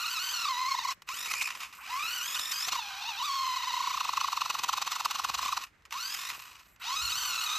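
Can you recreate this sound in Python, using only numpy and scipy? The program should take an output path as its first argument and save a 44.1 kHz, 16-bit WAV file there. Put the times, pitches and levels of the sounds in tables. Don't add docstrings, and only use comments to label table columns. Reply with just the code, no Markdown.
import sys
import numpy as np
from scipy import signal
from scipy.fft import rfft, irfft
from scipy.io import wavfile
from scipy.ndimage import uniform_filter1d

SR = 44100
rng = np.random.default_rng(int(sys.argv[2]) if len(sys.argv) > 2 else 0)


def generate_wav(signal):
    frames = np.transpose(np.atleast_2d(signal))
    scaled = np.clip(frames, -1, 1) * 32767
    pcm = np.round(scaled).astype(np.int16)
    wavfile.write(sys.argv[1], SR, pcm)


N = 334278
T = np.arange(N) / SR

# frequency_hz, gain_db
FLANK = [(350, -28.5), (700, -16), (1050, 4), (1350, 1.5), (1680, -6.5), (1950, 0), (2200, -2.5),
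         (2480, 4.5), (2900, 1), (3300, -8), (3700, -5), (4300, -9), (4720, -6.5), (5200, -6), (6500, -8),
         (8000, -13), (11000, -11.5), (16000, -26.5)]


def undb(db):
    return 10 ** (np.asarray(db) / 20)


def unit(x):
    return x / np.sqrt(np.mean(x ** 2))


def curves(table):
    s, *columns = np.transpose(table)
    return [np.interp(T, s, c) for c in columns]


def by_rate(hz, table):
    rates, *columns = np.transpose(table)
    return [np.interp(hz, rates, c) for c in columns]


def response(points, hz):
    f, db = np.transpose(points)
    return undb(np.interp(np.log(np.maximum(hz, 1)), np.log(f), db))


def colour(x, points, size=2048):
    cepstrum = irfft(np.log(response(points, np.fft.rfftfreq(size, 1 / SR))))
    cepstrum[1:size // 2] *= 2
    cepstrum[size // 2 + 1:] = 0
    impulse = irfft(np.exp(rfft(cepstrum)))
    return signal.fftconvolve(x, impulse)[:N]


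def wander(hz):
    f = np.fft.rfftfreq(N, 1 / SR)
    band = f / hz * np.exp(-(f / hz) ** 2 / 2)
    return unit(irfft(rfft(rng.standard_normal(N)) * band, N))


def grains(rate, spread_db):
    hit = rng.random(N) < rate / SR
    return unit(hit * rng.standard_normal(N) * undb(spread_db * np.minimum(rng.exponential(size=N), 4)))


def motor():
    # time_s, mesh_rate_hz
    stretches = [
        [(0.0, 1334), (0.02, 1475), (0.046, 1243), (0.064, 1466), (0.084, 1279), (0.11, 1562), (0.132, 1513),
         (0.168, 1240), (0.238, 1556), (0.278, 1493), (0.3, 1602), (0.37, 1421), (0.43, 1327), (0.47, 1169),
         (0.55, 947), (0.6, 1046), (0.636, 986), (0.69, 1099), (0.74, 997), (0.812, 953), (0.92, 1082)],
        [(1.09, 974), (1.12, 1194), (1.145, 1521), (1.215, 1888), (1.26, 1873), (1.305, 2423), (1.33, 2171),
         (1.405, 2540), (1.428, 2195), (1.45, 2524), (1.48, 2480)],
        [(1.87, 718), (1.906, 943), (2.0, 1160), (2.09, 1422), (2.17, 1530), (2.2, 1402), (2.29, 1695),
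         (2.345, 1698), (2.367, 1499), (2.395, 1798), (2.51, 1783), (2.535, 1630), (2.55, 1728), (2.565, 1566),
         (2.595, 1608), (2.67, 1892)],
        [(2.69, 1262), (2.73, 1162), (2.76, 1023), (2.84, 836), (2.942, 767), (3.11, 925), (3.142, 770),
         (3.195, 899.9), (3.25, 1236), (3.296, 1102), (3.34, 1096), (3.6, 971), (3.706, 975.7), (3.95, 1054),
         (4.6, 1107), (5.6, 1092)],
        [(5.92, 843), (5.952, 981), (5.962, 1112), (6.008, 1400), (6.05, 1535), (6.12, 1657), (6.158, 1565),
         (6.19, 1795), (6.31, 1881)],
        [(6.84, 748), (6.882, 959), (6.94, 1093), (6.97, 1274), (7.0, 1252), (7.02, 1400), (7.065, 1428),
         (7.08, 1322), (7.11, 1467), (7.135, 1299), (7.17, 1508), (7.29, 1497), (7.335, 1318), (7.355, 1444),
         (7.38, 1288), (7.44, 1454), (7.49, 1182), (7.51, 1246), (7.58, 1257)],
    ]
    # start_s, stop_s, roll_out_s, whine_trim_db, rattle_trim_db, hiss_trim_db
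    spurts = [(-.1, 0.926, 0.026, -1, 1.2, -1.5), (1.068, 1.495, 0.24, -6.5, 0.5, -4.5),
              (1.728, 5.636, .035, -1, 0.5, -1), (5.903, 6.322, 0.45, -3.5, -2, -4.5),
              (6.796, 7.699, 0.08, -3, 4, 0)]
    kick_hz, kick_s = 281, .004
    throttle_s = 0.045
    points = [p for stretch in stretches for p in stretch]
    throttle, trims = np.zeros(N), np.zeros((3, N))
    for on, off, roll_s, *trim_db in spurts:
        last_hz = max(p for p in points if p[0] < off)[1]
        points += [(on, 0), (on + kick_s, kick_hz), (off, last_hz), (off + roll_s, 0)]
        throttle[(T >= on) & (T < off)] = 1
        trims[:, T >= on] = np.array(trim_db)[:, None]
    hz, = curves(sorted(points))
    throttle = uniform_filter1d(throttle, int(throttle_s * SR))
    return np.maximum(hz, 1), throttle, trims


def gear_levels(hz, throttle, trims, depth):
    # mesh_rate_hz, then relative levels whine_db, rattle_db, hiss_db, overtones_to_rattle_db
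    by_speed = [(0, -100, -59, -77, -17), (90, -90, -60, -53, -24), (298.7, -94, -47.5, -52.5, 20),
                (761.9, -56, -38, -55, 1.5), (913, -44, -34.5, -51, 8), (1020, -36.5, -33.5, -48.5, 6),
                (1290, -41.5, -31.5, -44, 12.5), (1550, -39, -30.5, -39, 11), (1690, -41, -28, -40, 14.5),
                (2391, -32, -29.5, -62, 14)]
    slack_gears_db, slack_hiss_db, slack_overtones_db = -11.5, -6.5, -35
    airborne_whine_db, half_swing = -30, 0.24
    airborne_gears_db = -15.5
    whine_db, rattle_db, hiss_db, clean_db = by_rate(hz, by_speed)
    whine_trim, rattle_trim, hiss_trim = trims
    slack = 1 - throttle
    whine_fall = airborne_whine_db * depth / (depth + half_swing)
    gear_fall = airborne_gears_db * depth
    return (whine_db + whine_trim + slack_gears_db * slack + whine_fall,
            rattle_db + rattle_trim + slack_gears_db * slack + gear_fall,
            hiss_db + hiss_trim + slack_hiss_db * slack + gear_fall,
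            clean_db + slack_overtones_db * slack)


def gear_whine(hz):
    tooth_force = [18.2, 22.4, 24.9, 23.6, 22.8, 21.8, 11, 3.3]
    # time_s, second_db, third_db, fourth_db
    low_overtones = [(0, 5, 4, -4.5), (.45, 6, 3.5, 3), (.6, 9, -6, 3), (1.15, 1, -4, -4),
                     (1.4, 3.5, 4.5, 1.5), (1.9, 9.5, -1, 2), (2.08, 8.5, 7, -1.5), (2.25, 9, -1.5, 4),
                     (2.5, 4, 0, -3), (2.58, 5, 11.5, 1.5), (2.7, 2, 0.5, -1), (3.3, 2, 5.5, 2.5),
                     (3.6, 8, 0, 1), (5.6, -5, -0.5, -5.5), (5.95, 1.5, -5, -1), (6.06, 0, 9.5, 0),
                     (6.13, 6, 5, 0), (6.2, 1, -2, -3), (6.9, -2.5, -2.5, 1), (7.05, -0.5, 0.5, -6.5),
                     (7.24, 0.5, -1.5, -1), (7.4, 1, -1, -7), (7.58, -2.5, 2, -8)]
    # mesh_rate_hz, pinion_sway_rad, phase_scatter_rad
    play = [(700, .42, .03), (870, .38, .03), (1020, .1, .02), (1250, .1, .04), (1450, .13, .09),
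            (1600, .1, .08), (1800, .15, .24), (2300, .2, .6)]
    gear_teeth, pinion_teeth = 37, 12
    gear_sway = .014
    gear_throb_db = 1.35
    tooth_jitter_rad = .17

    gear = np.sin(2 * np.pi * np.cumsum(hz * (1 + .1 * wander(20))) / SR / gear_teeth)
    phase = 2 * np.pi * np.cumsum(hz * (1 + gear_sway * gear)) / SR
    shaft = phase / pinion_teeth
    sway_rad, scatter_rad = by_rate(hz, play)
    phase = phase + scatter_rad * wander(227) + sway_rad * np.sin(shaft)
    tone = np.sin(phase) * undb(1.6 * np.sin(shaft) + 1.6 * wander(55))

    overtones, lift_db = 0, dict(enumerate(curves(low_overtones), 2))
    for k, db in enumerate(tooth_force, 2):
        turn_db = 2.4 * np.sin(shaft + rng.uniform(0, 2 * np.pi))
        throb = undb(db + lift_db.get(k, 0) + turn_db + 1.8 * wander(32))
        audible = k * hz < SR / 2
        jitter = (tooth_jitter_rad + 2 * scatter_rad) * wander(138)
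        overtones = overtones + throb * audible * np.sin(k * phase + jitter)

    tooth_passes = np.diff(np.floor(np.cumsum(hz) / SR), prepend=0)
    slaps = tooth_passes * rng.standard_normal(N)
    surge = undb(1.2 * np.sin(shaft) + .7 * wander(60))
    rattle = (0.37 * unit(slaps) + grains(rate=8000, spread_db=1.0)) * surge
    bind = undb(gear_throb_db * np.minimum(hz / 1000, 1.8) ** 2 * gear)
    return unit(tone), overtones * bind, rattle * np.sqrt(bind)


def through_shell(force, nose_up, ring_db, ring_t60=0.058):
    # frequency_hz, gain_db
    shell = [(400, -40.5), (680, -16), (980, 6.5), (1480, 4.5), (1700, -7), (2020, -.5), (2250, -5),
             (2550, 4), (2880, 3.5), (3300, -2.5), (3700, 2.5), (4300, 0.5), (4750, -3.5), (5250, -7.5),
             (5700, -2.5), (6250, -2.5), (6900, -9), (7500, -10.5), (11000, -14), (16000, -20)]
    age = T[:SR // 20]
    decay = np.exp(-np.log(1000) * age / ring_t60)
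    ring = rng.standard_normal(len(age)) * decay * np.minimum(age / 0.00025, 1)
    force = force + undb(ring_db) * signal.fftconvolve(force, ring / np.linalg.norm(ring))[:N]
    return unit(nose_up * colour(force, shell) + (1 - nose_up) * colour(force, FLANK))


def radiated_whine(tone):
    return colour(tone, [(500, -37.5), (720, 2.0), (900, -5), (1060, 1.0), (1400, -7.0), (1700, -19.5),
                         (2250, -7.5), (2480, -4), (2800, -20.5)])


def brush_and_sand_hiss(hiss_db, bite_rattle):
    # frequency_hz, gain_db
    hiss = [(3000, -75), (7500, -1), (9200, -4), (10300, -13), (11800, -0.5), (13200, -1.5), (16000, -13)]
    grit = unit(colour(grains(rate=8200, spread_db=3.5), hiss))
    return grit * np.hypot(undb(hiss_db - 4.5), undb(-15.0) * bite_rattle)


def tyre_scuff(throttle, depth):
    driven_db, rolling_db, digging_db = -30.5, -19.5, 21.5
    scuff_db = throttle * driven_db + (1 - throttle) * rolling_db + digging_db * depth
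    spectrum = [(40, -13.0), (150, -9.5), (450, -9.5), (1200, -6.5), (5000, -57)]
    return undb(scuff_db) * unit(colour(grains(rate=770, spread_db=5.5), spectrum))


def hops():
    # time_s, whine_db, rattle_db, speed_swing_log_ratio
    sand_bites = [ (.72, -26, -37, 0.069), (0.749, -25, -37, 0.14), (0.79, -28.5, -37.5, 0.11),
                  (0.82, -39, -46, 0.079), (.856, -27, -37.5, 0.12), (0.891, -26.5, -35.5, 0.1),
                  (0.919, -31, -35, 0.07), (2.688, -26, -28, 0.29), (2.732, -26.5, -31, 0.18),
                  (2.76, -25, -36.5, 0.16), (2.791, -29.5, -42.5, 0.044), (3.572, -27, -40.5, 0.085),
                  (3.609, -31.5, -56, 0.079), (3.641, -29.5, -41.5, 0.075), (3.678, -27, -42.5, 0.081),
                  (3.705, -29, -41, 0.064), (3.742, -26.5, -38.5, 0.099), (3.775, -25, -42, 0.085),
                  (3.81, -24.5, -40.5, 0.11), (3.843, -26.5, -41, 0.11), (3.878, -23.5, -39, 0.13),
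                  (3.911, -28, -39.5, 0.12), (3.946, -27.5, -39.5, 0.17), (3.978, -25, -38.5, 0.23),
                  (4.012, -23.5, -35, 0.3), (4.054, -26, -36.5, 0.27), (4.093, -23, -35, 0.29),
                  (4.136, -26.5, -37, 0.31), (4.177, -19.5, -35, 0.27), (4.215, -23.5, -34, 0.29),
                  (4.247, -24.5, -38, 0.19), (4.285, -23, -37, 0.3), (4.331, -21, -33.5, 0.32),
                  (4.376, -23, -35.5, 0.29), (4.42, -22, -32.5, 0.34), (4.461, -24, -35, 0.34),
                  (4.507, -22.5, -31.5, 0.31), (4.553, -23, -34.5, 0.31), (4.595, -29.5, -32.5, 0.36),
                  (4.645, -25.5, -29, 0.4), (4.694, -18.5, -28.5, 0.37), (4.738, -20, -31.5, .35),
                  (4.781, -22, -31.5, .35), (4.825, -29, -30.5, 0.37), (4.877, -26, -31, 0.38),
                  (4.921, -29, -34, 0.22), (4.936, -37, -38.5, .12), (4.965, -23.5, -33, 0.33),
                  (5.008, -24.5, -31.5, 0.4), (5.059, -18.5, -28.5, 0.4), (5.114, -26.5, -30.5, 0.33),
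                  (5.158, -27, -33, 0.28), (5.199, -22.5, -31.5, 0.33), (5.25, -24, -30, 0.34),
                  (5.299, -28, -30, 0.33), (5.35, -28, -30, 0.31), (5.392, -25.5, -31.5, 0.28),
                  (5.43, -29, -33, 0.15), (5.461, -28, -32, 0.13), (5.49, -25, -36, 0.15),
                  (5.531, -21.5, -33.5, 0.23), (5.577, -26, -32, 0.37)]
    # time_s, whine_db, rattle_db
    jolts = [(0.177, -35, -38), (.454, -25.5, -52), (.487, -26.5, -49), (1.318, -26, -30),
             (1.413, -12.5, -54), (1.424, -37, -31), (1.458, -22.5, -52), (1.476, -26, -38.5),
             (2.361, -34, -31.5), (2.403, -42, -29), (2.527, -41, -29.5), (2.612, -47, -45),
             (3.036, -50, -50), (3.095, -30, -43), (3.21, -33, -58), (6.148, -41, -34.5), (6.301, -46, -35),
             (6.352, -33, -40.5), (7.118, -48, -33)]
    jolt_swing, jolt_s = .075, .0065
    bite_s, halving_swing = .0105, .37
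    hop_s = .04
    events = [(s, whine_db, rattle_db, jolt_swing, jolt_s) for s, whine_db, rattle_db in jolts]
    depth = np.zeros(N)
    for s, whine_db, rattle_db, swing in sand_bites:
        events.append((s, whine_db, rattle_db, swing, bite_s / (1 + swing / halving_swing)))
        depth[(T > s - hop_s / 2) & (T < s + hop_s)] = swing
    return events, uniform_filter1d(depth, size=700)


def bites(events, lead_s=0.0034, brake=1.3, release=0.57, sag=.8):
    whine, rattle, swing = np.zeros((3, N))
    for s, whine_db, rattle_db, depth, half_s in events:
        near = slice(max(int((s - .05) * SR), 0), int((s + .05) * SR))
        u = (T[near] - s) / half_s
        whine[near] += undb(whine_db) * np.exp(-np.where(u < 0, u, u / release) ** 2)
        rattle[near] += undb(rattle_db) * np.exp(-np.square((u + lead_s / half_s) / 1.58))
        pulse = u / brake * np.exp((1 - (u / brake) ** 2) / 2)
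        swing[near] -= depth * np.where(u < 0, 1, sag) * pulse
    return whine, rattle, swing


def tyre_slap(depth, bite_rattle):
    spectrum = [(350, -26.5), (600, -12.0), (780, 7.5), (1100, 3.0), (2000, -42.5)]
    thud = unit(colour(rng.standard_normal(N), spectrum))
    return undb(-1.0) * depth * bite_rattle * thud


def drivetrain():
    # time_s, nose_up_share, overtone_change_db
    pose = [(0, 0.45, -8), (.45, 0.8, -8), (.9, 0.42, 2.5), (1.1, 0.24, -5), (1.24, 0.01, -7.5),
            (1.29, 0.09, -9), (1.42, 0.04, -6), (1.85, 0.05, -13), (2.07, 0.24, -11), (2.3, 0.12, -8.5),
            (2.5, 0.01, -7), (2.58, 0.14, -10.5), (2.8, 0.9, -4.5), (3.3, 0.84, -5), (4, 1, -5),
            (5.5, 0.6, -5), (5.93, 0.86, -15), (6.04, 0.82, -6), (6.13, 0.24, -10), (6.17, 0.05, -10),
            (6.21, 0.45, -12.5), (6.24, 0.22, -10), (6.8, 0.57, -8), (7.0, 1, -2.5), (7.58, 0.96, -9.5)]
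    steady_share, per_octave, per_swing, pulling_hz = .013, .017, .03, 1064
    airborne_overtones_db = -18
    slack_burst_db = 2.2

    hz, throttle, trims = motor()
    events, depth = hops()
    whine_db, rattle_db, hiss_db, clean_db = gear_levels(hz, throttle, trims, depth)
    octaves = np.minimum(np.abs(np.log2(hz / pulling_hz)), .5)
    unsteady = steady_share + per_octave * octaves + per_swing * depth
    nose_up, load_db = curves(pose)
    nose_up = np.clip(nose_up, 0, 1)

    bite_whine, bite_rattle, swing = bites(events)
    tone, overtones, rattle = gear_whine(hz * np.exp(swing + unsteady * wander(22)))
    other_hz = hz * np.exp(.5 * swing + .04 * wander(3.8) + unsteady * wander(28.3))
    _, other_axle, _ = gear_whine(other_hz)
    overtones = through_shell(overtones + undb(-13) * other_axle, nose_up, ring_db=-10)

    airborne = depth * (1 - bite_rattle / np.hypot(bite_rattle, undb(rattle_db)))
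    clean = undb(clean_db + load_db + airborne_overtones_db * airborne)
    rattle = rattle * undb(slack_burst_db * (1 - throttle) * wander(39))
    rattle = through_shell(rattle, nose_up, ring_db=-13)
    gears = (clean * overtones + rattle) / np.hypot(1, clean)
    effort = np.hypot(undb(rattle_db - 5.5), undb(1.1) * bite_rattle)

    steady_whine = undb(whine_db + 6.0) * clean / np.hypot(.45, clean)
    whine = radiated_whine(tone * np.hypot(steady_whine, undb(-1.5) * bite_whine))
    slap = tyre_slap(depth, bite_rattle)
    hiss = brush_and_sand_hiss(hiss_db, bite_rattle)
    return whine + slap + effort * (gears + tyre_scuff(throttle, depth)) + hiss


def outdoors():
    # frequency_hz, gain_db
    still_air = [(20, 4), (40, -10), (54, -3), (75, -10.5), (130, -3.5), (300, -7.5), (700, -11.5),
                 (1300, -8), (2000, -4.5), (4000, -24.5), (8000, -27), (16000, -52.5)]
    # peak_s, level_db
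    gusts = [(5.32, -60.5), (7.04, -55.5)]
    rise_s, fall_s, breeze_db = 0.037, 0.13, -72.5
    wind_spectrum = [(20, -19.0), (55, 12.5), (140, -2.5), (300, -19.0), (1500, -57)]
    gust = undb(breeze_db)
    for s, db in gusts:
        gust = gust + undb(db) * np.exp(-np.maximum((s - T) / rise_s, (T - s) / fall_s))
    shared = rng.standard_normal((2, N))
    channels = []
    for own in rng.standard_normal((2, 2, N)):
        air = unit(colour(shared[0] + 0.78 * own[0], still_air)) * undb(-66.5 + 2 * wander(11.4))
        wind = unit(colour(shared[1] + 0.16 * own[1], wind_spectrum))
        channels.append(air + wind * gust)
    return np.array(channels)


def scatter(x, t60, rise_s):
    age = T[:SR // 2]
    envelope = np.exp(-np.log(1000) * age / t60) * np.minimum(age / rise_s, 1)
    tails = rng.standard_normal((2, len(age))) * envelope
    return np.array([signal.fftconvolve(x, h / np.linalg.norm(h))[:N] for h in tails])


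def chassis():
    # time_s, contact_level_db, chatter_t60_s
    knocks = [(1.02, -39.5, 0.03), (1.077, -42, 0.022), (1.089, -27.5, 0.032), (1.258, -26, 0.033),
              (1.312, -27, 0.033), (1.338, -25.5, 0.058), (1.375, -38, 0.02), (1.419, -25, 0.044),
              (1.475, -31, .025), (1.503, -32.5, 0.12), (1.55, -36, 0.057), (1.603, -34.5, 0.31),
              (1.63, -41, 0.11), (1.726, -44.5, 0.25), (5.638, -31, 0.045), (5.666, -49.5, 0.11),
              (5.822, -57, 0.018), (5.853, -43, 0.046), (5.908, -40.5, 0.058), (5.924, -29, 0.047),
              (6.249, -38, 0.013), (6.301, -29.5, 0.044), (6.392, -45, 0.15), (6.464, -58, .15),
              (6.593, -46.5, 0.097), (6.762, -53, 0.027)]
    contact, loose = np.zeros((2, N))
    for s, db, t60 in knocks:
        start = int(s * SR)
        contact[start] += undb(db)
        loose[start:] += undb(db) * np.exp(-np.log(1000) * T[:N - start] / max(t60, .005))
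    chatter = grains(rate=9000, spread_db=0)
    return colour(contact + undb(5.5) * loose * chatter, FLANK)


def scene():
    # frequency_hz, gain_db
    ground = [(700, -23), (2000, -19), (4000, -16), (8000, -12), (13000, -13)]
    shift_hz = 0.895
    truck = drivetrain() + chassis()
    one, other = (scatter(colour(truck, ground), t60=0.013, rise_s=0.0028) for _ in range(2))
    shift = 2 * np.pi * shift_hz * T
    bank = undb(-28) * scatter(truck, t60=.28, rise_s=.008)
    return truck + np.cos(shift) * one + np.sin(shift) * other + bank + outdoors()


def record(dry):
    # frequency_hz, left_minus_right_db
    lean = [(500, 0), (1050, 0), (1600, -4), (2000, -3), (2500, 0), (3800, 0), (5500, 0.5), (7000, -0.5)]
    # frequency_hz, left_lead_rad
    ports = [(0, 0), (1100, -.3), (1600, -.55), (2200, .1), (2800, .3), (3800, .45), (4900, 0), (5700, -.8),
             (6400, 0), (7400, 0), (7700, -.8), (9000, -2.2), (9900, -3.14), (11600, -4.7), (12200, -6.28),
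             (13600, -6.28), (14000, -7.2), (15600, -9.4)]
    hz = np.fft.rfftfreq(N, 1 / SR)
    left = np.sqrt(response(lean, hz)) * np.exp(1j * np.interp(hz, *np.transpose(ports)) / 2)
    heard = irfft(rfft(dry) * np.array([left, 1 / left]), N)
    heard = signal.sosfilt(signal.butter(3, 36, "high", fs=SR, output="sos"), heard)
    return signal.sosfilt(signal.ellip(10, .2, 80, 15700, fs=SR, output="sos"), heard)


dry = scene()
out = record(dry)
generate_wav(out)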